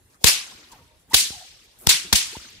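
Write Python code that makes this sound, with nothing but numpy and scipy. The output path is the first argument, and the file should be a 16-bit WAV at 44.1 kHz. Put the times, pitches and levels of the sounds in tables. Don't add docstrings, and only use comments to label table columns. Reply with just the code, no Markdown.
import sys
import numpy as np
from scipy import signal
from scipy.io import wavfile
from scipy.ndimage import uniform_filter1d

SR = 44100
rng = np.random.default_rng(int(sys.argv[2]) if len(sys.argv) > 2 else 0)


def invert_db(level):
    return 10 ** (np.asarray(level, dtype=float) / 20)


def wav_out(sig):
    wavfile.write(sys.argv[1], SR, np.round(np.clip(np.atleast_2d(sig).T, -1, 1) * 32767).astype(np.int16))


N = 114660


def evened(x):
    return x / np.sqrt(np.mean(x ** 2) + 1e-20)


def read(points, hz):
    f, value = np.transpose(points)
    return np.interp(np.log(hz + 1), np.log(f + 1), value)


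def add(mix, s, sound):
    part = mix[:, round(s * SR):][:, :sound.shape[-1]]
    part += sound[..., :part.shape[1]]


def play(mix, rows, source):
    for s, *row in rows:
        add(mix, s, source(*row))


def arch(length_s, share):
    u = np.linspace(0, 1, round(length_s * SR))
    share = np.clip(share, .05, .95)
    return np.sin(np.pi / 2 * np.minimum(u / share, (1 - u) / (1 - share))) ** 2


# frequency in Hz, likeness 0-1.
LIKENESS = [(60, 0.8), (300, 1), (640, 0.017), (15000, 0.062)]


def noise(count, field_db, size=256, patch_db=0.):
    hop = size // 4
    frames, hz = count // hop + 5, np.fft.rfftfreq(size, 1 / SR)[:, None]
    a, b, c, d, patches = rng.standard_normal((frames, len(hz), 5)).T
    patches = uniform_filter1d(patches, size=5, axis=0)
    patches = evened(uniform_filter1d(patches, size=9, axis=1))
    left, other = a + 1j * b, c + 1j * d
    same = np.clip(read(LIKENESS, hz), -1, 1)
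    z = np.array([left, same * left + np.sqrt(1 - same ** 2) * other])
    z = z * invert_db(field_db(hz, np.arange(frames) * hop / SR) + patch_db * patches)
    return signal.istft(z, nperseg=size, noverlap=size - hop)[1][:, :count]


# frequency in Hz, level in dB per Hz.
AIR_COLOUR = [(18, -59.5), (40, -8), (90, -5), (200, -16), (420, -17.5), (700, -23.5), (1500, -29.5),
              (5000, -30.5), (11000, -30), (16000, -44)]
AIR_DB = -59.5


def air():
    def field_db(hz, s):
        waver_db = 2.5 * np.sin(2 * np.pi * 6.5 * s - 1.5)
        return read(AIR_COLOUR, hz) + (hz > 5000) * waver_db
    return invert_db(AIR_DB) * evened(noise(N, field_db, size=1024, patch_db=4.5))


# start in seconds, length in seconds, fundamental in Hz, level in dB.
DRONE = (.86, .125, 308, -66)


def drone(length_s, hz, db):
    shape = arch(length_s, .5) ** .4
    t = np.arange(len(shape)) / SR
    partials = [invert_db(g) * np.sin(2 * np.pi * k * hz * t) for k, g in enumerate((-9, -1, 0), start=1)]
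    return invert_db(db) * shape * sum(partials)[None]


# time in seconds, level in dB.
RUSTLE_LEVEL = [(0, -72), (.15, -63.5), (.3, -68), (.52, -55.5), (.66, -60), (.76, -52.5), (.88, -71),
                (1.05, -72.5), (1.12, -48), (1.399, -61), (1.55, -75), (1.75, -64), (1.85, -51.5),
                (2.05, -57.5), (2.3, -53), (2.4, -55), (2.5, -58), (2.6, -76.5)]
# frequency in Hz, level in dB per Hz.
RUSTLE_COLOUR = [(100, -22.5), (250, -2.5), (500, -9.5), (1000, -8), (2000, -13.5), (4000, -23.5)]


def rustle():
    s, db = np.transpose(RUSTLE_LEVEL)
    x = evened(noise(N, lambda hz, t: read(RUSTLE_COLOUR, hz) + 0 * t, size=512, patch_db=4.5))
    return x * invert_db(np.interp(np.arange(N) / SR, s, db))


# start in seconds, level in dB, push length in seconds.
THUDS = [
    (.722, -51, .005),
    (1.305, -34, 0.00086),
    (2.3685, -29.5, 0.00064),
]


def thud(db, push_s):
    t = np.arange(3000) / SR
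    u = t / push_s
    wobble = 0.23 * np.sin(2 * np.pi * 65 * t) * np.exp(-t / 0.027)
    dip = 3.15 * u * (1 - u / 2.0) * np.exp(-u) * 2
    return invert_db(db) * (wobble - dip)[None]


# start in seconds, level in dB.
TICKS = [(.853, -58), (.8794, -57), (.9994, -60), (1.0094, -59), (1.7905, -48), (1.8005, -44),
         (1.8135, -40), (1.83, -47), (1.8378, -43), (1.8454, -44), (2.505, -48)]
TICK_DECAY_S, TICK_HZ, TICK_DB = .0007, 10000, 2.5


def tick(db):
    t = np.arange(200) / SR
    band = signal.butter(3, [.7 * TICK_HZ, 1.4 * TICK_HZ], "band", fs=SR)
    x = signal.lfilter(*band, rng.standard_normal((2, 200)))
    return invert_db(db + TICK_DB) * evened(x) * np.exp(-t / TICK_DECAY_S)


# start in seconds, length in seconds, level in dB, centre in Hz.
WHIRRS = [(1.786, .068, -51, 10500), (.213, .027, -55, 600), (1.098, .027, -54, 9000), (.1, .07, -66, 9000),
          (.1, .06, -66, 5000), (.33, .13, -50, 2200)]


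def whirr(length_s, db, centre_hz):
    shape = arch(length_s, .5) ** .07
    grain = invert_db(2.5 * evened(uniform_filter1d(rng.standard_normal(len(shape)), size=90)))
    hiss = noise(len(shape), lambda hz, s: -22.0 * np.log2((hz + 50) / centre_hz) ** 2 + 0 * s, patch_db=1.5)
    return invert_db(db) * shape * grain * evened(hiss)


SWISH_START_S = [.195, .712, 1.1, 1.782, 1.82, 2.1, 1.44, .99, 1.62, 2.49, 2.34]
# length in seconds, level in dB, centre in Hz, peak share 0-1.
SWISHES = [(0.042, -50, 6000, .9), (0.03, -46, 5000, .35), (0.031, -44, 4000, .8), (.02, -62, 12000, .3),
           (0.056, -54.5, 5000, .85), (0.033, -51, 4000, .9), (.05, -56.5, 5500, .5), (.05, -67, 7000, .5),
           (.06, -57, 5000, .5), (.03, -55.5, 9000, .5), (.05, -54.5, 11000, .5)]


def swish(length_s, db, centre_hz, share):
    shape = arch(length_s, share)
    hiss = noise(len(shape), lambda hz, s: -4.0 * np.log2((hz + 50) / centre_hz) ** 2 + 0 * s)
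    return invert_db(db) * shape * evened(hiss)


# start in seconds, length in seconds, level in dB, from Hz, to Hz.
WHISTLES = [(.51, 0.022, -51, 1096, 970), (.716, 0.04, -47, 1010, 830), (.77, 0.095, -62, 901, 960),
            (.75, .022, -54, 800, 730), (.728, .022, -58, 1600, 1500), (1.108, 0.025, -38, 840, 1024),
            (1.1425, 0.0081, -11.5, 4260, 3100), (1.1295, 0.0065, -32, 1830, 2120),
            (1.312, 0.056, -49, 781, 846), (1.35, 0.063, -54, 756, 676), (1.4, 0.042, -48, 727, 740),
            (1.44, 0.022, -59, 790, 780), (1.83, 0.0367, -60, 494, 820), (2.035, 0.037, -50.5, 333, 380),
            (2.04, .04, -49, 171, 200), (.36, 0.12, -51, 2280, 2200), (.77, 0.067, -60.5, 604, 424),
            (2.325, 0.024, -45, 380, 475), (2.348, 0.022, -40, 822, 1028), (2.395, 0.013, -50, 1146, 1491),
            (2.44, 0.021, -52, 1940, 1110), (1.93, 0.033, -46.5, 163, 153)]
WHISTLE_WIDTH_HZ = 192


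def whistle(length_s, db, from_hz, to_hz):
    shape = arch(length_s, .45) ** .6
    glide_hz = np.linspace(from_hz, to_hz, len(shape))
    carrier = np.exp(2j * np.pi * np.cumsum(glide_hz) / SR)
    slow = rng.standard_normal((2, len(shape) + 800))
    slow = signal.lfilter(*signal.butter(2, WHISTLE_WIDTH_HZ / 2, fs=SR), slow[0] + 1j * slow[1])
    slow = slow[800:]
    tone = (carrier * (0.55 * slow / abs(slow).mean() + 1)).real
    return invert_db(db) * shape * evened(tone)[None]


# start in seconds, level in dB, pitch in Hz.
BLOWS = [(.2427, -13, 960), (.2445, -19, 440), (1.135, -22, 347), (1.1435, -19, 983), (1.871, -18.5, 930),
         (1.871, -13, 2086), (1.8708, -9, 4300), (1.892, -19.5, 950), (2.128, -12.5, 926),
         (2.132, -21, 200), (2.144, -25, 720), (2.1255, -20, 700), (1.1345, -22, 1100), (.2435, -20, 1600),
         (1.8735, -20, 1400)]


def blow(db, hz):
    cycles = np.arange(2000) / SR * hz
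    return invert_db(db) * (np.sin(2 * np.pi * cycles) * np.exp(-cycles / 2.0))[None]


# frequency in Hz, level in dB per Hz.
SHOCK_COLOUR = [(120, -42), (200, -16), (750, -16), (2420, -9.5), (3760, -1.5), (7540, -8), (8580, -8.5),
                (11300, -13.5), (14900, -23.5), (16000, -21)]
DRIVE_DB, LEAD_DB, LEAD_S = 15.5, -9, .0013
LEAD_SAMPLES = 220


def add_shock(fronts, s, length_s, left_db, right_db):
    t = np.arange(-LEAD_SAMPLES, round(length_s * SR) + 440) / SR
    raw = evened(noise(len(t), lambda hz, s: read(SHOCK_COLOUR, hz) + 0 * s))
    decay = np.exp(-np.maximum(t - length_s, 0) / (.15 * length_s))
    body = np.tanh(invert_db(DRIVE_DB) * raw) * (t >= 0) * decay
    lead = invert_db(LEAD_DB) * raw * np.exp(t / LEAD_S) * (t < 0)
    add(fronts, s - LEAD_SAMPLES / SR, invert_db([[left_db], [right_db]]) * (0.8 * body + .5 * lead))


# start in seconds, length in seconds, left dB, right dB.
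FLICKS = [(0.24, 0.0073, -9.5, -53), (1.1337, 0.0043, -24, -23), (1.1385, 0.0041, -17, -17),
          (1.1478, 0.0051, -9, -9), (2.1335, 0.0052, -10, -17.5), (1.8912, 0.00091, -7, -9),
          (2.1317, 0.0025, -7.5, -10), (2.13, 0.0022, -5.5, -27.5), (1.8674, .001, -16, -30)]


def add_flicks(fronts):
    for row in FLICKS:
        add_shock(fronts, *row)


GROUND_DIP_HZ, GROUND_DIP_Q = 610, 3.5


def over_lawn(fronts):
    return signal.lfilter(*signal.iirnotch(GROUND_DIP_HZ, GROUND_DIP_Q, SR), fronts)


PATCH_DB = 2.3


def tail(colour, t60, hold_s, high_db, low_db):
    def field_db(hz, s):
        tilt_db = np.where(hz > 4000, high_db, low_db) * np.log2(np.clip(hz / 4000, .25, 4))
        return read(colour, hz) + tilt_db - 60 * np.maximum(s - hold_s, 0) / read(t60, hz)
    x = noise(SR, field_db, patch_db=PATCH_DB)
    return x / np.sqrt(np.mean(x[:, :900] ** 2))


# frequency in Hz, level in dB per Hz.
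ECHO_COLOUR = [(120, -51.5), (200, -15.5), (635, -27.5), (986, -16.5), (1270, -17.5), (2250, -5.5),
               (4350, -2), (10100, -8), (16000, -17)]
FAR_COLOUR = [(180, -43), (300, -16), (801, -25.5), (870, -9), (2070, -6), (3400, -3), (9880, -3.5),
              (14000, -18), (16000, -26)]
# frequency in Hz, time to fall 60 dB in seconds.
ECHO_T60 = [(300, 0.26), (1000, .35), (2500, 0.34), (5000, 0.33), (10000, 0.29), (16000, 0.15)]
FAR_T60 = [(300, 0.4), (2000, 1.43), (5000, 1.24), (10000, 0.69), (16000, 0.98)]
# start in seconds, shock length in seconds, echo delay in seconds, echo dB, far trees dB.
CRACKS = [
    (.2424, 0.0027, 0.019, -11.5, -32),
    (1.1422, 0.0053, 0.02, -16.5, -29.5),
    (1.8707, 0.0017, 0.017, -11.5, -33),
    (2.128, 0.0017, .0245, -15.5, -29.5),
]
# deaf left in dB, deaf right in dB, echo swell in seconds.
OVERLOAD = [(-3.5, -33, 0.0083), (-1, -2, .006), (-16, -18, 0.0045), (-5.5, -8.5, 0.005)]
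PUSH = [(-.17, .38), (.03, .08), (-.22, .27), (-.09, .37)]
# above 4 kHz, below 4 kHz in dB per octave, hold in seconds.
TILT = [(0.27, -1.5, .025), (-0.17, 4, 0.04), (-1.2, 0, 0.018), (-1.2, 1.5, 0.0091)]
SHOCK_DB, GRAIN_DB, SLAP_DB, SLAP_S, LEFT_DB = -3.5, 1.2, 4, 0.0058, 1
SWING_HZ, SWING_Q, SMOOTH_HZ, LEFT_LAG_S = 55, 1.7, 300, .0015


def crack(length_s, delay_s, echo_db, far_db, deaf_l, deaf_r, swell_s, push_l, push_r, high_db, low_db, hold_s):
    t = np.arange(SR) / SR
    near = invert_db(echo_db) * tail(ECHO_COLOUR, ECHO_T60, delay_s + hold_s, high_db, low_db)
    grain = invert_db(GRAIN_DB * evened(uniform_filter1d(rng.standard_normal((2, SR)), size=14, axis=1)))
    far = invert_db(far_db) * tail(FAR_COLOUR, FAR_T60, delay_s, high_db, low_db)

    wake = np.clip((t - delay_s + swell_s) / (2 * swell_s), 0, 1)
    deaf_db = np.array([[deaf_l], [deaf_r]]) * (1 - wake ** 3.0)
    slap_db = SLAP_DB * np.exp(-((t - delay_s - swell_s) / SLAP_S) ** 2)
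    heard = (near * evened(grain) + far) * invert_db(deaf_db + [[LEFT_DB], [0]] + slap_db)
    heard = heard * np.minimum(t / length_s, 1) * np.minimum((1 - t) / 0.28, 1)

    w = 2 * np.pi * SWING_HZ
    high_pass = signal.bilinear([1, 0, 0], [1, w / SWING_Q, w * w], SR)
    swing = signal.lfilter(*high_pass, 1. * (t < .0028))
    swing = signal.lfilter(*signal.butter(2, SMOOTH_HZ, fs=SR), swing)
    return heard + np.array([push_l * np.interp(t - LEFT_LAG_S, t, swing), push_r * swing])


def scene():
    mix = air()
    fronts = np.zeros((2, N))
    for (s, length_s, *echo), stun, push, tilt in zip(CRACKS, OVERLOAD, PUSH, TILT):
        add(mix, s, crack(length_s, *echo, *stun, *push, *tilt))
        add_shock(fronts, s, length_s, SHOCK_DB, SHOCK_DB)
    add_flicks(fronts)
    play(fronts, BLOWS, blow)
    play(mix, WHISTLES, whistle)
    play(mix, THUDS, thud)
    play(mix, [DRONE], drone)
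    for s, row in zip(SWISH_START_S, SWISHES):
        add(mix, s, swish(*row))
    mix = mix + rustle() + over_lawn(fronts)
    play(mix, WHIRRS, whirr)
    play(mix, TICKS, tick)
    return mix


def top_cut(x):
    return signal.sosfilt(signal.butter(12, 16340, fs=SR, output="sos"), x)


def record(dry):
    cut = signal.sosfilt(signal.butter(5, 33, "high", fs=SR, output="sos"), dry)
    edge = signal.firwin(301, 15650, fs=SR)[None]
    limited = signal.oaconvolve(cut, edge, "same")
    return top_cut(np.clip(limited, -.95, .95))


dry = scene()
out = record(dry)
wav_out(out)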